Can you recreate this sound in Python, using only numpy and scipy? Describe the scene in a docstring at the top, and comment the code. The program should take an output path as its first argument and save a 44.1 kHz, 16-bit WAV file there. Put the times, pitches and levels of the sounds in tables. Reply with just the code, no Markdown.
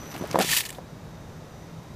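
"""A radio-controlled truck tips over a ridge of rocks, close by, outdoors. Its rolling rubber tyres knock
down onto stone, and each impact excites the damped modes of the body shell. The chassis shudders, the
plastic underside scrapes along a boulder in stick-slip friction, and grit fractures in short bursts as
the truck comes to rest. The speed controller whines faintly over a low outdoor rumble."""
import sys
import numpy as np
from scipy import signal
from scipy.fft import rfft, irfft
from scipy.io import wavfile

SR = 44100
rng = np.random.default_rng(int(sys.argv[2]) if len(sys.argv) > 2 else 0)


def log_audio(samples):
    """Write samples as a 16-bit WAV file to the path given in sys.argv[1]."""
    # one column per channel
    frames = np.atleast_2d(samples).T
    # limit to full scale, then quantise
    limited = np.clip(frames, -1, 1)
    pcm = np.round(limited * 32767).astype(np.int16)
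    wavfile.write(sys.argv[1], SR, pcm)


N = 85995
TIME = np.arange(N) / SR


def from_db(db):
    """Amplitude ratio of a level in decibels."""
    return 10 ** (np.asarray(db) / 20)


def rms_one(x):
    """Normalisation to unit rms."""
    return x / np.sqrt(np.mean(x ** 2) + 1e-20)


def levels(rows):
    """Interpolation in time: one gain curve for each dB column of a table."""
    s, *columns = np.transpose(rows)
    return [from_db(np.interp(TIME, s, c)) for c in columns]


def since(s):
    """Seconds elapsed since an onset, zero before it."""
    return np.maximum(TIME - s, 0)


def drift(hz):
    """Low-pass noise: a random fluctuation of unit rms."""
    r = np.exp(-2 * np.pi * hz / SR)
    return rms_one(signal.lfilter([1], [1, -2 * r, r * r], rng.standard_normal(2 * N))[N:])


def colour(x, points):
    """Spectral shaping by a gain curve over log frequency; the result has unit rms."""
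    hz, db = np.transpose(points)
    bins = np.maximum(np.arange(N // 2 + 1) * SR / N, 1)
    gain = from_db(np.interp(np.log(bins), np.log(hz), db))
    return rms_one(irfft(rfft(x) * gain, N))


def roll_off(x, order, hz, kind):
    """A maximally flat low-pass or high-pass filter."""
    return signal.sosfilt(signal.butter(order, hz, kind, fs=SR, output="sos"), x + 1e-18)


def resonate(x, hz, width_hz):
    """Forced response of one resonance, with gain 1 at its peak."""
    r = np.exp(-np.pi * width_hz / SR)
    feedback = [1, -2 * r * np.cos(2 * np.pi * hz / SR), r * r]
    return signal.lfilter(np.array([1, 0, -1]) * (1 - r * r) / 2, feedback, x + 1e-18)


def grains(per_s, spread_db):
    """Shot noise: tiny fractures of uneven size at random times."""
    sizes = from_db(spread_db * np.minimum(rng.exponential(1, N), 4))
    return sizes * rng.choice([-1, 1], N) * (rng.random(N) < per_s / SR)


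def swell(s, rise_s):
    """A critically damped envelope that peaks at 1 after the rise."""
    u = since(s) / rise_s
    return u * np.exp(1 - u)


def ring(s, hz, t60):
    """Free vibration of a struck mode, falling 60 dB in t60 seconds."""
    decay = np.exp(-np.minimum(np.log(1000) * since(s) / t60, 50))
    return np.sin(2 * np.pi * hz * since(s)) * decay


def wavering_phase(hz, waver_hz):
    """Phase of a tone under random frequency modulation."""
    return 2 * np.pi * np.cumsum(hz + waver_hz * drift(28.8)) / SR


def air():
    """Filtered noise: steady outdoor hiss over a low rumble that swells and sinks."""
    # Each row: frequency in Hz, relative spectral level in dB.
    hiss_colour = [(20, -14), (120, -10), (230, -11.5), (400, -10.5), (900, -15.5), (1600, -23),
                   (3000, -30.5), (6500, -32.5), (8500, -39), (15000, -46)]
    rumble_colour = [(20, -35), (40, -27), (50, -1.5), (63, -8), (85, -4.5), (112, 0), (135, -4), (158, 6),
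                     (185, -4), (220, -6), (320, -20), (1000, -65)]
    # Each row: time in seconds, rumble level in dB.
    rumble_levels = [(0, -44.5), (.5, -40.5), (.62, -49), (.72, -49.5), (.97, -44.5), (1.12, -42.5),
                     (1.35, -43), (1.47, -45.5), (1.7, -43.5), (1.95, -41)]
    gain, = levels(rumble_levels)
    hiss = from_db(-46.5) * colour(rng.standard_normal(N), hiss_colour)
    return hiss + gain * colour(rng.standard_normal(N), rumble_colour)


def rolling():
    """Rolling noise: many small contacts of tread and gears merge into a grind until the truck stops."""
    # Each row: time in seconds, level in dB.
    roll_levels = [(0, -43.5), (.1, -47), (.15, -39.5), (.2, -42.5), (.28, -40.5), (.33, -38.5),
                   (.38, -38.5), (.43, -52), (.5, -46), (.6, -57), (.75, -54)]
    # Each row: frequency in Hz, relative spectral level in dB.
    roll_colour = [(40, -30), (120, -37), (250, 11), (500, 3.5), (1200, 3.5), (1800, -2.5), (3000, -7),
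                   (6000, -13), (9000, -18), (15000, -21.5)]
    gain, = levels(roll_levels)
    moving = TIME < roll_levels[-1][0]
    return gain * moving * colour(grains(per_s=1900, spread_db=2.5), roll_colour)


def electronics():
    """Periodic switching gives the controller a tone and its octave; faint servo tones waver beside it."""
    # Each row: time in seconds, mean levels of the fundamental and of the octave in dB.
    whine_levels = [(0, -52, -63), (.09, -53, -59.5), (.145, -58, -56), (.16, -65, -59), (.215, -51.5, -63),
                    (.25, -61, -74), (.8, -74.5, -76), (1.36, -72.5, -76), (1.63, -64.5, -74),
                    (1.7, -74, -77), (1.95, -76, -76)]
    # Each row: frequency in Hz, level in dB.
    servo_tones = [(3760, -69), (4800, -77), (1936, -72)]
    phase = wavering_phase(5954, waver_hz=4)
    whine = sum(gain * np.sin(k * phase) for k, gain in enumerate(levels(whine_levels), 1))
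    flutter = from_db(3.5 * drift(hz=250))
    servo = sum(from_db(db) * np.sin(wavering_phase(hz, waver_hz=72)) for hz, db in servo_tones)
    return np.sqrt(2) * (whine * flutter + servo)


def scatter(x):
    """Multiple reflection in the shell, as all-pass echoes, smears each grain over milliseconds."""
    feedback = 0.6
    for delay_s in (.00037, .00083, .00131):
        echo = np.r_[1, np.zeros(int(delay_s * SR)), -feedback]
        x = signal.lfilter(echo[::-1], echo, x)
    return x


def friction():
    """Roughness noise: dense tiny impacts of stone on plastic drive the panel resonances."""
    # Each row: frequency in Hz, relative spectral level in dB.
    friction_colour = [(50, -28), (200, -30), (600, -17.5), (1300, -11), (1800, -11), (2600, 0),
                       (4000, -2.5), (5700, -4), (7500, -3), (11000, -4.5), (15500, -6)]
    # Each row: frequency in Hz, bandwidth in Hz, relative gain in dB.
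    panel_modes = [(977, 23, 2), (1870, 330, 0), (2460, 70, -12), (2980, 110, -8), (3200, 70, -20),
                   (3515, 33, 5), (3975, 31, 5), (4610, 44, 4.5), (6940, 71, -8), (7430, 45, -12),
                   (9000, 28, -4), (10200, 71, -11), (11200, 400, -13)]
    rough = rms_one(scatter(grains(per_s=4500, spread_db=3)))
    panels = sum(from_db(db) * resonate(rough, hz, width) for hz, width, db in panel_modes)
    return rms_one(colour(rough, friction_colour) + from_db(-0.5) * panels)


def snaps():
    """Brittle fracture: each piece of grit bursts in its own band of noise and rattles the shell."""
    # Each row: start in seconds, relative level in dB, 60 dB decay time in seconds, band centre in Hz.
    fractures = [(0.112, -42, 0.043, 5300), (0.14, -46, 0.05, 4850), (.162, -42.5, 0.022, 2510),
                 (0.177, -44.5, 0.034, 9000), (.188, -47, 0.018, 13500), (0.235, -45, 0.018, 11000),
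                 (0.272, -41.5, .018, 11000), (0.3114, -31.5, 0.016, 5850), (0.328, -37, 0.027, 3950),
                 (0.3561, -34.5, 0.019, 4130), (0.3884, -23.5, 0.019, 10900), (0.4, -17, 0.0053, 5150),
                 (0.412, -23.5, 0.02, 4440), (.4228, -28, .025, 5000), (0.445, -28, 0.03, 6000),
                 (.4885, -39, .02, 2000), (0.522, -26, 0.032, 3300), (.566, -27.5, 0.021, 4400),
                 (0.576, -32, 0.022, 4730), (0.605, -23, 0.016, 3500), (0.634, -46, 0.057, 2200),
                 (0.651, -33, 0.028, 4670), (.661, -40, 0.04, 7000), (0.6883, -36, 0.016, 8100),
                 (0.6919, -35, 0.017, 7540), (0.7031, -30, .016, 8100), (0.726, -42.5, 0.026, 7000),
                 (0.747, -51, .04, 3500)]
    # Each row: frequency in Hz, bandwidth in Hz, gain in dB.
    rattle_modes = [(1760, 140, 12.5), (2200, 150, 9), (2900, 89, 2)]
    rise_s, boost_db = 0.0021, 4
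    crunch, rough = np.zeros(N), friction()
    for s, db, t60, hz in fractures:
        burst = np.exp(-np.log(1000) * since(s) / t60) * (1 - np.exp(-since(s) / rise_s))
        band = from_db(-1) * rms_one(resonate(rough, hz, width_hz=0.29 * hz))
        crunch += from_db(db + boost_db) * burst * (rough + band)
    return crunch + sum(from_db(db) * resonate(crunch, hz, width) for hz, width, db in rattle_modes)


def knocks():
    """Impact excitation: each soft blow of tyres and suspension on stone thuds and rings the shell."""
    # Each row: start in seconds, relative level in dB, pitch in Hz, 60 dB decay time in seconds.
    blows = [(.1518, -27.5, 724, 0.021), (0.2104, -21, 270, .02), (0.2218, -17.5, 300, 0.0082),
             (0.2362, -26.5, 330, 0.012), (.2396, -22, 617, 0.019), (0.2442, -24, 420, .02),
             (.3275, -36, 660, 0.042), (0.3448, -8.5, 524, 0.011), (.3538, -18, 734, 0.0079),
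             (0.3572, -3.5, 865, 0.009), (0.361, -11, 620, 0.012), (.3722, -16.5, 616, 0.015),
             (.3873, -5.5, 650, 0.009), (0.3918, -19.5, 393, 0.031), (0.4006, -17.5, 756, 0.016),
             (0.4081, -30, 327, 0.012), (0.4453, -23.5, 384, 0.021), (.7848, -23.5, 615, 0.01),
             (.7888, -30, 710, 0.022)]
    # Each row: frequency in Hz, mean level relative to the thud in dB, 60 dB decay time in seconds.
    shell_modes = [(195, -25, 0.16), (356, -22, 0.073), (528, -24.5, 0.13), (660, -23, 0.034),
                   (954, -17, 0.028), (1590, -19, 0.011)]
    rise_s, boost_db = 0.00035, 2
    out = np.zeros(N)
    for s, db, hz, t60 in blows:
        shell = sum(from_db(mode_db + rng.normal(0, 1.4)) * ring(s, mode_hz, mode_t60)
                    for mode_hz, mode_db, mode_t60 in shell_modes)
        attack = 1 - np.exp(-since(s) / rise_s)
        out += from_db(db + boost_db) * (ring(s, hz, t60) + shell) * attack
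    return roll_off(out, order=3, hz=2100, kind="low")


def judder():
    """Stick-slip motion, as a quick uneven modulation of gain."""
    depth_db = 0.85
    return from_db(depth_db * rms_one(resonate(rng.standard_normal(N), hz=137, width_hz=87)))


def scrape():
    """Sliding friction: the underside judders along the boulder, dull at first and then brighter."""
    # Each row: time in seconds, relative friction level in dB.
    slide_levels = [(.382, -70), (.392, -51), (.403, -28), (.424, -23.5), (.438, -31.5), (.449, -30.5),
                    (.468, -29.5), (.5, -24.5), (.53, -21), (.541, -22.5), (.562, -23.5), (.576, -17.5),
                    (.597, -27.5), (.606, -26.5), (.628, -39.5), (.647, -44), (.661, -34.5), (.674, -47),
                    (.75, -55.5), (.79, -58)]
    landing_s, brighten_s = 0.37, 0.19
    gain, = levels(slide_levels)
    touching = (TIME > slide_levels[0][0]) & (TIME < slide_levels[-1][0])
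    bright = gain * judder() * touching * friction()
    dull = from_db(3) * roll_off(bright, order=1, hz=5930, kind="low")
    blend = np.clip(since(landing_s) / brighten_s, 0, 1)
    return blend * bright + (1 - blend) * dull


def shudder():
    """Forced vibration: loose parts jostle as the weight comes down, and the chassis hums briefly."""
    # Each row: frequency in Hz, relative spectral level in dB.
    jostle_colour = [(60, -24), (130, -19), (185, -1), (260, -3.5), (420, -1), (750, -5), (1100, -9.5),
                     (1400, -4), (2500, -20.5), (8000, -58)]
    # Each entry: a resonance frequency in Hz.
    chassis_modes = [187, 656, 784]
    envelope = from_db(-21.5) * swell(s=.392, rise_s=0.01)
    jostle = envelope * colour(grains(per_s=2100, spread_db=2.0), jostle_colour)
    hum = sum(resonate(jostle, hz, width_hz=44) for hz in chassis_modes)
    return jostle + from_db(5) * hum


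def chirps():
    """Friction-induced vibration: a panel catches on the rock and gives a brief wavering tone."""
    # Each row: start in seconds, peak level in dB, frequency in Hz.
    catches = [(0.489, -25.5, 1900), (0.527, -33, 1016), (0.529, -18.5, 1850), (0.587, -27, 1880)]
    return sum(from_db(db) * swell(s, rise_s=.0025) * np.sin(wavering_phase(hz, waver_hz=71.6))
               for s, db, hz in catches)


def scene():
    """Superposition of the nearby truck and the outdoor background, in one channel."""
    # A small body radiates little bass.
    thuds = roll_off(knocks() + shudder(), order=2, hz=151, kind="high")
    return (thuds + scrape() + chirps() + snaps() + rolling() + electronics() + air())[None]


def record(dry):
    """Band limiting: a steep low-pass filter removes the highest treble."""
    cutoff_hz = 15250
    return signal.sosfilt(signal.ellip(12, .1, 80, cutoff_hz, fs=SR, output="sos"), dry)


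dry = scene()
out = record(dry)
log_audio(out)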